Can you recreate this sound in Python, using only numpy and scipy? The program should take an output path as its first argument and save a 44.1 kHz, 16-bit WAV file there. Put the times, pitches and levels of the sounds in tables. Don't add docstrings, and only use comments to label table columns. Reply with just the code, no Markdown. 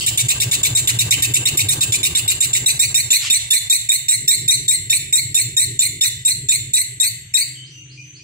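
import sys
import numpy as np
from scipy import signal
from scipy.fft import rfft, irfft, next_fast_len
from scipy.io import wavfile
from scipy.ndimage import uniform_filter1d, minimum_filter1d

SR = 44100
rng = np.random.default_rng(int(sys.argv[2]) if len(sys.argv) > 2 else 0)


def wav_record(signal):
    frames = np.transpose(np.atleast_2d(signal))
    bounded = np.clip(frames, -1, 1)
    quanta = np.round(bounded * 32767).astype(np.int16)
    wavfile.write(sys.argv[1], SR, quanta)


def gain_from_db(level_db):
    decades = np.asarray(level_db, float) / 20
    return 10 ** decades


N = 362943


def rms_one(x):
    return x / np.sqrt(np.mean(x ** 2) + 1e-20)


def at_hz(points, hz):
    points = np.array(points)
    return np.interp(np.log(np.maximum(hz, 1)), np.log(points[:, 0]), points[:, 1])


def noise():
    return rng.standard_normal(N)


def coloured(x, spectrum):
    gain = gain_from_db(at_hz(spectrum, np.fft.rfftfreq(N, 1 / SR)))
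    return rms_one(irfft(rfft(x) * gain, N))


def filtered(x, order, hz, kind):
    return signal.sosfilt(signal.butter(order, hz, kind, fs=SR, output="sos"), x)


def wobble(hz):
    r = np.exp(-2 * np.pi * hz / SR)
    drift = signal.lfilter([1], [1, -2 * r, r * r], rng.standard_normal(N + SR))
    return rms_one(drift[SR:])


def turns(hz):
    return 2 * np.pi * np.cumsum(hz) / SR


def shape(start, knots, values):
    return np.interp(np.arange(N) / SR, start + np.asarray(knots), values)


# (pitch [Hz], level [dB])
THROAT_COLOUR = [(1300, -43), (1800, -21.5), (2300, -7.5), (3150, 0.5), (3800, -7), (4500, -9),
                 (5300, -5.5), (6400, -10.5), (7600, 4.5), (9000, -12.5), (11000, -19), (13600, -15),
                 (15200, -20), (16500, -7)]


def syrinx(pitch, second, rough, swing, depth_db, low_db=0, top_db=0, hook_db=0, count=9):
    pitch = pitch * (1 + 0.00302 * wobble(160) + swing * np.tanh(0.67 * wobble(490)))
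    phase = turns(pitch)
    second_phase = turns(second * (1 + 0.033 * wobble(202.5)))
    clash = np.minimum(rough, 1)
    second_db = at_hz(THROAT_COLOUR, second) + low_db + 1.5 + 6.8 * wobble(152)
    out = clash ** 2 * gain_from_db(second_db) * np.sin(second_phase)
    beat = 1 + 0.85 * clash * np.cos(second_phase - phase)
    extra_db = {1: low_db, 2: hook_db, 3: -4 - hook_db, 4: 0}
    for k in range(1, count):
        shake_db = np.tanh(1.96 * wobble(384)) * depth_db * rough + 4.1 * wobble(70)
        level_db = at_hz(THROAT_COLOUR, k * pitch) + extra_db.get(k, top_db) + shake_db
        out = out + beat * gain_from_db(level_db) * np.sin(k * phase + k * k)
    return out


# (pitch [Hz], width [Hz], level [dB])
SOUND_HOLLOWS = [(3250, 380, -12), (5200, 450, -8), (13900, 800, -12)]


def dipped(x, hollows=SOUND_HOLLOWS):
    for hz, width_hz, db in hollows:
        band = signal.lfilter(*signal.iirpeak(hz, hz / width_hz, fs=SR), x)
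        x = x - (1 - gain_from_db(db)) * band
    return x


# (time [s], level [dB], length [s], opening pitch [Hz])
CHATTER = [(-.043, -9, 0.043, 1830), (0.064, -13.5, 0.034, 1797), (0.175, -13, .044, 1795),
           (.285, -12.5, 0.041, 1832), (0.401, -14, 0.041, 1836), (0.513, -13.5, 0.044, 1799),
           (0.632, -12.7, 0.044, 1831), (0.751, -12, .05, 1876), (0.874, -12, .035, 1816),
           (.988, -13.5, .039, 1866), (1.108, -10, 0.039, 1850), (1.222, -12.5, 0.036, 1860),
           (1.338, -12.5, 0.04, 1838), (1.455, -12, 0.039, 1860), (1.572, -13, 0.049, 1829),
           (1.686, -13.5, 0.052, 1851), (1.808, -11, .036, 1862), (1.922, -13.5, 0.042, 1782),
           (2.031, -13.5, 0.046, 1848), (2.15, -13.5, 0.049, 1836), (2.278, -13.5, .048, 1898),
           (2.405, -12.5, 0.052, 1824), (2.531, -13.5, 0.05, 1828), (2.66, -11, 0.058, 1916)]
# (time [s], level [dB], length [s], opening pitch [Hz], closing pitch [Hz])
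FULL_CHIRPS = [(2.793, -10, 0.064, 1845, 2287), (2.944, -11, 0.068, 1847, 2190),
               (3.105, -7, 0.067, 1815, 2187), (3.3, -9.5, 0.077, 1840, 2150),
               (3.505, -8.5, .078, 1795, 2145), (3.698, -9, 0.068, 1878, 2170),
               (3.889, -11, .078, 1846, 2128), (4.084, -10.5, 0.073, 1898, 2127),
               (4.278, -9, 0.077, 1851, 2171), (4.479, -9.5, 0.077, 1850, 2130),
               (4.68, -11, 0.079, 1877, 2100), (4.898, -10, 0.077, 1830, 2170),
               (5.127, -9.5, 0.072, 1875, 2175), (5.345, -11.5, .079, 1818, 2165),
               (5.567, -10.5, .079, 1880, 2120), (5.791, -12, 0.08, 1820, 2146),
               (6.01, -11.5, 0.073, 1831, 2105), (6.25, -11.5, 0.078, 1896, 2150),
               (6.487, -11.5, 0.077, 1840, 2146), (6.735, -11.5, 0.085, 1916, 2114),
               (7, -12.5, 0.083, 1888, 2244), (7.339, -12, 0.09, 1890, 2295)]


def song_controls():
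    rattle_s, rattle_hz, settle_hz = 0.026, 1972, 2005.4
    low_open_db, low_rattle_db = -6.5, -4.5
    times, pitch, second, rough, level, wild, low_db = [], [], [], [], [], [], []
    song = [(*row, 2250) for row in CHATTER] + FULL_CHIRPS
    for s, db, length, opening, closing in song:
        bend, slip = 0.015 * rng.standard_normal(2)
        clean = 0.002 + 0.32 * length
        settle = min(clean + rattle_s, length - 0.004)
        calm = np.clip((length - 0.044) / 0.022, 0, 1)
        knots = [-0.0006, 0.0009, 0.005, clean - 0.001, clean + 0.002, settle, length - 0.002, length + 0.002]
        times += [s + t for t in knots]
        final_hz = settle_hz + calm * (closing - settle_hz)
        pitch += [0.93 * opening, 0.95 * opening, opening, (1.005 + bend) * opening]
        pitch += [rattle_hz * (1 + slip), settle_hz, final_hz, final_hz]
        second += 5 * [2250 + calm * (2496 - 2250)]
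        second += 3 * [2800 + calm * (closing + 90 - 2800)]
        rough += [1.6, 0.6, 0.2, 0.2, 1 - 0.2 * calm, 1 - 0.4 * calm, 1 - 0.6 * calm, 1 - 0.65 * calm]
        level += [0, *(gain_from_db(db) * np.array([1.1, 1.4, 0.5, 0.79, 0.5, 0.39])), 0]
        wild += 8 * [1 - calm]
        low_db += 2 * [low_rattle_db] + 2 * [low_open_db] + 4 * [low_rattle_db]
    return [shape(0, times, values) for values in (pitch, second, rough, level, wild, low_db)]


# (pitch [Hz], level [dB per Hz])
BEAK_RASP = [(4400, -22), (6400, -3), (9000, 1), (12500, -5), (13900, -16), (15300, -5)]


def lovebird():
    pitch, second, rough, level, wild, low_db = song_controls()
    second = second * (1 + 0.05 * wild * wobble(250))
    swing = rough * (0.051 + 0.0739 * wild)
    hook_db = 4 * (rough < 0.55)
    voice = syrinx(pitch, second, rough, swing, 3.8, low_db, top_db=3.5 * wild, hook_db=hook_db)
    even = np.sqrt(uniform_filter1d(voice ** 2, size=600))
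    breath = gain_from_db(-13 + 9.5 * wild) * (rough + 0.18) * coloured(noise(), THROAT_COLOUR)
    rasp = gain_from_db(-15) * (1 - wild) * (rough + 0.3) * coloured(noise(), BEAK_RASP)
    sound = dipped(level * (voice / even + breath + rasp))
    wild_share = 0.7 * wild
    return gain_from_db(7.5) * (wild_share * sound + (1 - wild_share) * dipped(sound, SOUND_HOLLOWS[::2]))


# (time [s], left minus right level [dB])
HEAD_TURNS = [(0, -1), (.6, 1.5), (.9, 0), (3.1, -0.5), (3.5, -2), (3.8, 1), (4.15, -2), (4.7, 1.5),
              (5, -1), (5.5, -0.5), (6.9, .5), (7.3, 1.5)]


def head_turned(near):
    pan_db = shape(0, *np.transpose(HEAD_TURNS))
    return near * gain_from_db(pan_db * [[0.5], [-0.5]])


# (pitch [Hz], lead [radians])
PORT_LEAD = [(0, -3.5), (1810, -3), (2410, -7.5), (3960, -10.5), (4910, -13), (5770, -9), (6200, -8.5),
             (6980, -7.5), (7670, -9.5), (8180, -11.5), (10100, -22), (12600, -43.5), (13400, -22),
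             (16400, -53.5)]
# (pitch [Hz], left minus right level [dB])
PORT_TILT = [(60, 6), (110, 0.0), (200, -44), (380, -22), (700, -7.5), (1290, 0.5), (2380, -0.5),
             (4400, 3.5), (8120, -2), (15000, 3)]
# (lag [s], level [dB])
NEAR_WALLS = [(.0021, -10), (.0046, -8.5), (.0083, -6.5), (0.0139, -19.5), (0.0187, -19)]


def ports(x):
    size = next_fast_len(N + 4096)
    hz = np.fft.rfftfreq(size, 1 / SR)
    half = gain_from_db(at_hz(PORT_TILT, hz) / 2) * np.exp(0.5j * np.interp(hz, *np.transpose(PORT_LEAD)))

    def walls(skew):
        return 1 + sum(gain_from_db(db) * np.exp(-2j * np.pi * hz * lag * skew) for lag, db in NEAR_WALLS)

    paths = np.array([half * walls(0.86), walls(1.17) / half])
    return irfft(rfft(x, size) * paths, size)[:, :N]


# (pitch [Hz], time to fall 60 dB [s])
ROOM_RING = [(1000, 0.45), (2200, 0.72), (4000, 0.54), (7500, 0.45), (11000, 0.38), (16000, 0.31)]


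def room(x, alike):
    size, t = next_fast_len(N + SR), np.arange(SR) / SR
    x = filtered(x, 4, 1500, "high")
    white = rng.standard_normal((3, SR)) * (1 - np.exp(-np.maximum(t - 0.003, 0) / 0.0018))
    edges = np.geomspace(700, 19000, 9)
    tails = 0
    for low, high in zip(edges, edges[1:]):
        ring_s = at_hz(ROOM_RING, np.sqrt(low * high))
        tails = tails + filtered(white, 2, [low, high], "band") * gain_from_db(-60 * t / ring_s)
    echoes = irfft(rfft(x, size) * rfft(tails / np.sqrt(SR / 20), size), size)[:, :N]
    return np.sqrt(alike) * ports(echoes[0]) + np.sqrt(1 - alike) * echoes[1:]


# (time [s], nearness level [dB])
LORRY = [
    (0, -6.5),
    (.6, -2),
    (1.0, -2.5),
    (1.9, 0.5),
    (2.3, -6.5),
    (2.75, -5),
    (3.2, -16.5),
    (3.9, -29),
    (6.3, -45),
]
# (time [s], nearness level [dB])
ENGINE = [
    (3.9, -21),
    (4.25, -1.5),
    (4.65, -2),
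    (5.0, -5),
    (5.9, -1),
    (6.2, -9.5),
    (6.45, -3.5),
    (7.2, -12.5),
    (7.45, -24),
]


def passing(lorry_db, lorry_share, engine_db, engine_share):
    lorry, engine = [shape(0, *np.transpose(rows)) for rows in (LORRY, ENGINE)]
    return np.hypot(gain_from_db(lorry_db + lorry_share * lorry), gain_from_db(engine_db + engine_share * engine))


# (pitch [Hz], level [dB per Hz])
RUMBLE_COLOUR = [(88, -32), (150, -4), (189, -24.5), (312, -16), (354, -19), (393, -16.5), (600, -46),
                 (780, -50), (1320, -120)]
# (pitch [Hz], level [dB per Hz])
TYRE_COLOUR = [(260, -23), (450, 0), (1020, -3), (1190, 1), (1360, -14.5), (1600, 2), (2080, -20),
               (3520, -120)]
# (pitch [Hz], level [dB])
MOTOR_TONES = [(102.3, -60), (129.2, -40.5), (150.7, -53), (301.5, -56.5)]


def traffic():
    late = shape(7.35, [0, 0.15], [0, 1])
    engine_hz = shape(3.5, [0, 0.6], [115, 117.4])
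    phase = turns(engine_hz * (1 + 0.021 * wobble(1.495)))
    drone = rms_one(wobble(19.6) * np.cos(phase) + wobble(13.9) * np.sin(phase))
    drone *= passing(-26, 0.8, -31, 0.7) * gain_from_db(1.7 * wobble(3.3))
    mid, side = [coloured(noise(), RUMBLE_COLOUR) for port in range(2)]
    side = filtered(side, 2, 300, "high")
    rumble_gain = passing(-47, 1.1, -53, 1.5) * gain_from_db(14) + late * gain_from_db(-58)
    rumble = rumble_gain * gain_from_db(1.3 * wobble(8.4)) * (mid + 0.34 * side * [[1], [-1]])
    hiss_db = -39 + 0.76 * shape(0, *np.transpose(LORRY)) + 2.2 * wobble(15)
    hiss = gain_from_db(hiss_db) * np.array([coloured(noise(), TYRE_COLOUR) for port in range(2)])
    t = np.arange(N) / SR
    motor = sum(gain_from_db(db + 1.5 * wobble(6.7)) * np.sin(2 * np.pi * hz * t) for hz, db in MOTOR_TONES)
    return drone + rumble + hiss + motor * late


def boom():
    low = rms_one(filtered(noise(), 3, [48, 85], "band"))
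    return passing(-42.5, 0.55, -49, 0.9) * gain_from_db(2.5 * np.tanh(wobble(3))) * low


# (pitch [Hz], level [dB])
AIR_COLOUR = [(290, -63), (500, -17.5), (2900, 22), (5580, -9), (6060, 21.5), (6500, 16), (12300, -10.5),
              (14000, -39)]


def air_hiss():
    return gain_from_db(-48.5) * np.array([coloured(noise(), AIR_COLOUR) for port in range(2)])


def squawk():
    start_s, length, hz = 3.205, 0.095, 1200
    voice = syrinx(np.full(N, hz), np.full(N, 2.4 * hz), 1, swing=0.2, depth_db=4, low_db=-8, count=7)
    breath = coloured(noise(), [(1200, -18), (2400, 0), (3800, -2), (9000, -14)])
    call = rms_one(filtered(rms_one(voice) + 1.2 * breath, 3, [1100, 8500], "band"))
    swell = shape(start_s, [-0.01, 0.025, 0.6 * length, length, length + 0.03], [0, 0.7, 1, 0.6, 0])
    return gain_from_db(-29) * call * swell


# (time [s], level [dB], length [s], start pitch [Hz], held pitch [Hz])
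WHISTLES = [
    (7.646, -54.5, 0.2, 3820, 6090),
    (7.894, -55.5, 0.28, 3900, 6120),
    (8.146, -54.5, 0.23, 3920, 6030),
    (7.552, -46.5, 0.059, 3240, 3095),
    (7.737, -52, 0.062, 2950, 2837),
    (7.974, -44, 0.041, 2433, 2470),
    (7.995, -63, 0.07, 2960, 2980),
    (8.194, -50, 0.037, 2420, 2480),
    (8.203, -58, .018, 3050, 3050),
]


def far_birds():
    out, tremble = np.zeros(N), wobble(130)
    for s, db, length, start, held in WHISTLES:
        rise = 0.31 * length
        pitch = shape(s, [0, 0.3 * rise, rise, length],
                      [start, start + 0.45 * (held - start), 0.98 * held, 1.015 * held])
        phase = turns(pitch * (1 + 0.011 * tremble))
        swell = shape(s, [0, min(0.008, 0.4 * rise), 0.45 * rise, 0.8 * rise, rise, 0.7 * length, length],
                      [0, 1.5, 0.6, 0.1, 0.8, 1, 0])
        out += gain_from_db(db) * swell * (np.sin(phase) + gain_from_db(-23) * np.sin(2 * phase))
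    return out


def scene():
    bird, hoarse, far = lovebird(), squawk(), far_birds()
    near = head_turned(ports(bird))
    earlier = gain_from_db(1) * shape(0, [0, 0.004, 0.005], [1, 1, 0]) * coloured(noise(), THROAT_COLOUR)
    echo = room(earlier + gain_from_db(-2) * bird + gain_from_db(15) * hoarse + gain_from_db(21) * far, alike=0.39)
    distant = gain_from_db(3.5) * hoarse + gain_from_db(7.5) * far * [[1], [0.8]]
    return near + distant + echo + traffic() + boom() + air_hiss()


def gain_control(x):
    level_db = 10 * np.log10(uniform_filter1d(np.mean(x ** 2, axis=0), size=260) + 1e-12)
    fall = 330 * np.arange(N) / SR
    held = np.maximum.accumulate(level_db + fall) - fall
    cut_db = 0.45 * np.maximum(held + 21, 0)
    r = np.exp(-1 / (0.005 * SR))
    cut_db = np.roll(signal.lfilter([1 - r], [1, -r], cut_db), -int(0.012 * SR))
    bass = signal.sosfiltfilt(signal.butter(2, 457, fs=SR, output="sos"), x)
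    return (x - bass * (1 - gain_from_db(-0.35 * cut_db))) * gain_from_db(-cut_db)


def masked(x, margin_db, quiet_db):
    spectra = signal.stft(x, nperseg=1024, noverlap=768)[2]
    bands = spectra[:, :510].reshape(2, 85, 6, -1)
    power = np.mean(np.abs(bands) ** 2, axis=(0, 2))
    level_db = 10 * np.log10(uniform_filter1d(power, size=6, axis=1) + 1e-14)
    loudest = -minimum_filter1d(-level_db, size=9, axis=0)
    keep = np.where(level_db > np.maximum(loudest - margin_db, quiet_db), 1, 0.04)
    keep[:6] = np.maximum(keep[:6], np.array([[1, 1, 1, 1, 0.6, 0.4]]).T)
    spectra[:, :510] *= np.repeat(uniform_filter1d(keep, size=2, axis=1), 6, axis=0)
    return signal.istft(spectra, nperseg=1024, noverlap=768)[1][:, :N]


def band_limit(x):
    return signal.sosfilt(signal.butter(12, 16820, fs=SR, output="sos"), x)


def record(dry):
    x = gain_control(dry)
    x = x + 0.038 * filtered(x ** 2, 2, [250, 900], "band")
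    rounded = 1.3 * np.tanh(x / 1.3)
    x = signal.sosfilt(signal.ellip(8, 0.5, 50, 15600, fs=SR, output="sos"), rounded)
    mix = np.clip(masked(x, margin_db=19, quiet_db=-86.5), -1, 1)
    return band_limit(mix)


dry = scene()
out = record(dry)
wav_record(out)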